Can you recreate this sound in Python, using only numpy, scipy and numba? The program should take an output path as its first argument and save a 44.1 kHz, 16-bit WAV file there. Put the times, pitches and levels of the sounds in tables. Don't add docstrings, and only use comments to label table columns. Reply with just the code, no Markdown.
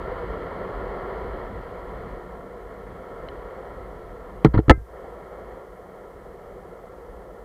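import sys
import numpy as np
from scipy import signal
from scipy.fft import rfft, irfft
from scipy.io import wavfile
from scipy.ndimage import uniform_filter1d
from numba import njit

SR = 44100
rng = np.random.default_rng(int(sys.argv[2]) if len(sys.argv) > 2 else 0)


def ratio_of_db(decibels):
    return 10 ** (np.asarray(decibels, float) / 20)


def unload_audio(sound):
    columns = np.transpose(np.atleast_2d(sound))
    steps = np.round(np.clip(columns, -1, 1) * 32767)
    wavfile.write(sys.argv[1], SR, steps.astype(np.int16))


N = 328104

# (frequency [Hz], width [Hz], level [dB])
LOW_CAVITY_MODES = [(366, 70.5, -4), (498.5, 69.6, 0), (590.5, 71, -3.5), (720, 159, -6.5)]
# (frequency [Hz], width [Hz], level [dB])
HIGH_CAVITY_MODES = [(876, 98, -14), (960, 74, 3), (1096, 145, -2), (1333, 154, 1), (1762, 388, -9.5),
                     (1940, 247, -9.5), (2130, 190, -11.5), (2440, 570, -39.5), (3046, 490, -23.5),
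                     (3334, 410, -28.5), (3680, 320, -32.5), (4113, 290, -30.5), (4610, 650, -31.5)]
# (frequency [Hz], width [Hz], level [dB])
BUFFET_MODES = [(54.3, 13.6, -2.5), (38.1, 20, -8), (78, 30, -19)]
# (frequency [Hz], width [Hz], level [dB])
BODY_MODES = [(79.6, 28, -4.5), (136, 92, -4), (188.8, 45.4, 3.5), (272.4, 77, -1.5)]
# (frequency [Hz], level [dB], time to fall 60 dB [s])
SHELL_MODES = [(326, -2, 0.056), (434, -3.5, 0.053), (754, -10.5, 0.04), (853, -8.5, 0.03),
               (1150, -15, 0.0089), (1330, -23, .035), (1900, -31, .04), (2040, -27, .03), (3050, -26, .02),
               (4200, -32, .015)]
# (frequency [Hz], level [dB], time to fall 60 dB [s])
MOUNT_MODES = [(60, 0.0048, 0.2)]
# (frequency [Hz], level [dB], time to fall 60 dB [s])
LATCH_MODES = [(393, 4, 0.19), (1050, -12, 0.11), (1303, 7.5, 0.073), (1764, 15.5, 0.025),
               (1874, -2, 0.038), (315.4, 12.5, 0.1), (682, 9.5, 0.038), (516, 13.5, 0.045)]
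# (frequency [Hz], level [dB], time to fall 60 dB [s])
SPRING_MODES = [(1592, -31, 0.29), (2073, -17.5, 0.11), (2094, -27, .07), (2200, -30, 0.046),
                (2440, -49, .2)]
# (frequency [Hz], level [dB], time to fall 60 dB [s])
LENS_PORT_MODES = [(3040, -33, 0.018), (4020, -37, .018), (2130, -37, 0.018), (5100, -46, .012),
                   (3550, -46, .008)]
# (time [s], level [dB])
ROAD_LEVEL = [(0, -35), (.6, -34), (.8, -34), (1.15, -33.5), (1.42, -35), (1.5, -39), (1.85, -39),
              (2.0, -37.5), (2.2, -39.5), (2.4, -42), (2.85, -42), (3.1, -40), (3.72, -39.5), (3.9, -42.5),
              (5.55, -40.5), (5.68, -44.5), (6.25, -43.5), (7.44, -43.5)]
# (time [s], level [dB])
GUST_LEVEL = [(0, -34), (.17, -36), (.45, -40.5), (.8, -38), (1.15, -41), (1.4, -38), (1.9, -43.5),
              (2.14, -38.5), (2.3, -46.5), (2.75, -48), (2.92, -38), (3.08, -49), (3.3, -42), (3.52, -47.5),
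              (4.0, -41.5), (5.8, -52), (6.75, -47.5), (7.44, -49.5)]
# (frequency [Hz], level [dB])
HISS_COLOR = [(5500, 0.5), (13900, 0), (14700, -2.5), (15500, -1.5)]
# (time [s], level [dB], rise [ms], length [ms], brightness [dB per octave])
CHATTER = [(4.4453, -27, 0.32, 10, 6), (4.453, -24.5, 2.5, 16, 1.5), (4.534, -20.5, 5.7, 24, 0.5),
           (4.5385, -36, .5, 2.8, 5), (4.546, -26.5, 0.76, 5.5, 2), (4.5636, -30, 0.81, 3.4, 1),
           (4.5739, -17.5, 1.7, 13, 0.5), (4.5896, -32.5, 0.45, 2.2, 5.5), (4.599, -32, 0.52, 2.2, 5.5),
           (4.6789, -19.5, 1.7, 5.4, -0.5), (4.6967, -4, 0.29, 9.7, 3.5), (4.7085, -7, 0.56, 6.2, 1.5)]
# (time [s],
# shell level [dB], door frequency [Hz], door level [dB], mount level [dB])
BLOWS = [(4.4479, 2, 141, -1, -15.5), (4.4586, -10, 198, -11, -15), (4.4814, -17, 62, -35, -12.5),
         (4.5412, -4.5, 112, -11.5, -8), (4.5512, -15, 99, -17, -21.5), (4.5602, -7, 115, -25, -20.5),
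         (4.5713, -16, 109, -0.5, -9), (4.5895, -0.5, 126, -11.5, -17),
         (4.6806, -30, 120.3, -1, -16.5), (4.6836, -3, 123, -21, -27), (4.6962, 4.5, 160, -4.5, -22),
         (4.702, 4, 73, 1, 3), (4.71, 5, 148.6, -17.5, -21), (4.735, -25, 111, -13, -38),
         (4.776, -31, 101.5, -17, -10.5), (4.814, -40, 60, -29, -23)]
# (time [s], level [dB])
LATCH_STROKES = [
    (4.6967, -12),
    (4.7083, -18),
]


def unit(x):
    return x / np.sqrt(np.mean(x ** 2))


def resonate(x, modes, order):
    out = 0
    for k, (hz, width_hz, db) in enumerate(modes):
        edges_hz = [hz - width_hz / 2, hz + width_hz / 2]
        sos = signal.butter(order, edges_hz, "band", fs=SR, output="sos")
        out = out + (-1) ** k * ratio_of_db(db) * signal.sosfilt(sos, x)
    return out


def settled(x, modes, order):
    with_run_up = np.concatenate([x[-SR // 4:], x])
    return unit(resonate(with_run_up, modes, order)[-N:])


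def ring(x, modes):
    out = 0
    for hz, db, t60_s in modes:
        pole = np.exp(2j * np.pi * hz / SR - np.log(1000) / (t60_s * SR))
        out = out + ratio_of_db(db) * signal.lfilter([1], [1, -pole], x + 1e-18).imag
    return out


def walk(rate_hz):
    hold = int(SR / rate_hz)
    steps = np.repeat(rng.standard_normal(N // hold + 1), hold)
    return unit(uniform_filter1d(uniform_filter1d(steps, hold), hold)[:N])


def curve(points):
    return np.interp(np.arange(N) / SR, *np.transpose(points))


def place(out, start_s, sound):
    start = int(start_s * SR)
    out[start:start + len(sound)] += sound


def half_second_ms():
    return np.arange(SR // 2) * 1000 / SR


def click():
    return 1. * (half_second_ms() == 0)


def rolling(road_db, grit_db):
    patchiness_db = 0.64 * walk(400) + 0.23 * walk(40) + 0.26 * walk(11)
    kicks = rng.standard_normal(N) * ratio_of_db(patchiness_db)
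    wall_band = signal.butter(2, [300, 820], "band", fs=SR, output="sos")
    low = settled(signal.sosfilt(wall_band, kicks), LOW_CAVITY_MODES, order=1)
    high = settled(kicks, HIGH_CAVITY_MODES, order=2) * ratio_of_db(0.22 * walk(5.8))
    return ratio_of_db(road_db) * low + ratio_of_db(grit_db) * high


def wind(buffet_db, body_db):
    buffet_push = rng.standard_normal(N) * ratio_of_db(1.46 * walk(8.3))
    body_push = rng.standard_normal(N) * ratio_of_db(1.55 * walk(20))
    buffet = settled(buffet_push, BUFFET_MODES, order=1)
    body = settled(body_push, BODY_MODES, order=2)
    return ratio_of_db(buffet_db) * buffet + ratio_of_db(body_db) * body


def ride():
    t = np.arange(N) / SR
    road_db, gust_db = curve(ROAD_LEVEL), curve(GUST_LEVEL)
    rougher_db = road_db + 40
    windier_db = gust_db + 45
    grit_db = -44 + 0.88 * rougher_db - 0.78 * t
    body_db = -46 + 0.31 * rougher_db + 0.31 * windier_db - 0.84 * t
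    return rolling(road_db, grit_db) + wind(gust_db, body_db)


def hiss():
    level_db, top_hz = -71 + 1.6, 15600
    hz, db = np.transpose(HISS_COLOR)
    bins_hz = np.fft.rfftfreq(N, 1 / SR)
    color = ratio_of_db(np.interp(np.log(bins_hz + 1), np.log(hz), db)) * (bins_hz < top_hz)
    return ratio_of_db(level_db) * unit(irfft(rfft(rng.standard_normal(N)) * color, N))


def pebble():
    out = np.zeros(N)
    scrape = np.exp(-half_second_ms() / 0.065) / 3
    place(out, 3.2868, ring(scrape, LENS_PORT_MODES))
    return out


def rattles():
    out, age_ms = np.zeros(N), np.arange(4096) * 1000 / SR
    for start_s, db, rise_ms, length_ms, tilt_db in CHATTER:
        rise = np.clip(age_ms / rise_ms, 0, 1)
        fall = np.exp(-1.5 * (np.maximum(age_ms - rise_ms, 0) / length_ms) ** 2)
        burst = rng.standard_normal(4096) * rise * fall
        tilted_modes = [(hz, 1.12 * width_hz, level_db + tilt_db * np.log2(hz / 500))
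                        for hz, width_hz, level_db in HIGH_CAVITY_MODES]
        clack = ratio_of_db(9.0) * resonate(burst, tilted_modes, order=2)
        thump_db = 22.5 + 0.43 * db
        thump = ratio_of_db(thump_db) * resonate(burst, LOW_CAVITY_MODES, order=2)
        place(out, start_s, ratio_of_db(db) * (clack + thump))
    return out


def knocks():
    out, age_ms = np.zeros(N), half_second_ms()
    door_t60_s = 0.1
    for start_s, shell_db, door_hz, door_db, mount_db in BLOWS:
        contact_ms = np.clip(1.29 - 0.45 * shell_db, 0.3, 3.1)
        force = np.sin(np.pi * np.clip(age_ms / contact_ms, 0, 1)) ** 2
        force = force / force.sum()
        door = ring(force, [(door_hz, door_db, door_t60_s)])
        mount = ratio_of_db(mount_db) * ring(force, MOUNT_MODES)
        shell = ratio_of_db(shell_db) * ring(force, SHELL_MODES)
        place(out, start_s, door + mount - shell)
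    return out


def latch():
    out = np.zeros(N)
    for start_s, db in LATCH_STROKES:
        place(out, start_s, ratio_of_db(db) * ring(click(), LATCH_MODES))
    place(out, 4.715, ring(click(), SPRING_MODES))
    return out


def scene():
    inside = ride() + pebble() + rattles() + knocks() + latch()
    wall = signal.butter(6, 4710, fs=SR, output="sos")
    run_up = inside[:99][::-1]
    return signal.sosfilt(wall, np.concatenate([run_up, inside]))[99:][None]


@njit
def follow(x, attack, release):
    level, out = 0., np.empty(len(x))
    for i in range(len(x)):
        level += (abs(x[i]) - level) * (attack if abs(x[i]) > level else release)
        out[i] = level
    return out


def top_cut(x):
    return signal.sosfilt(signal.butter(12, 16410, fs=SR, output="sos"), x)


def record(dry):
    attack_s, release_s, lag_s = 0.042, 0.086, 0.021
    top_db, most_duck_db = -21.5, -11
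    loud = follow(dry[0], 1 / (attack_s * SR), 1 / (release_s * SR))
    gain = np.clip(ratio_of_db(top_db) / (loud + 1e-9), ratio_of_db(most_duck_db), 1)
    lag = int(lag_s * SR)
    late_gain = uniform_filter1d(np.concatenate([np.ones(lag), gain[:-lag]]), lag)
    mix = np.clip(dry * late_gain + hiss(), -1, 1)
    return top_cut(mix)


dry = scene()
out = record(dry)
unload_audio(out)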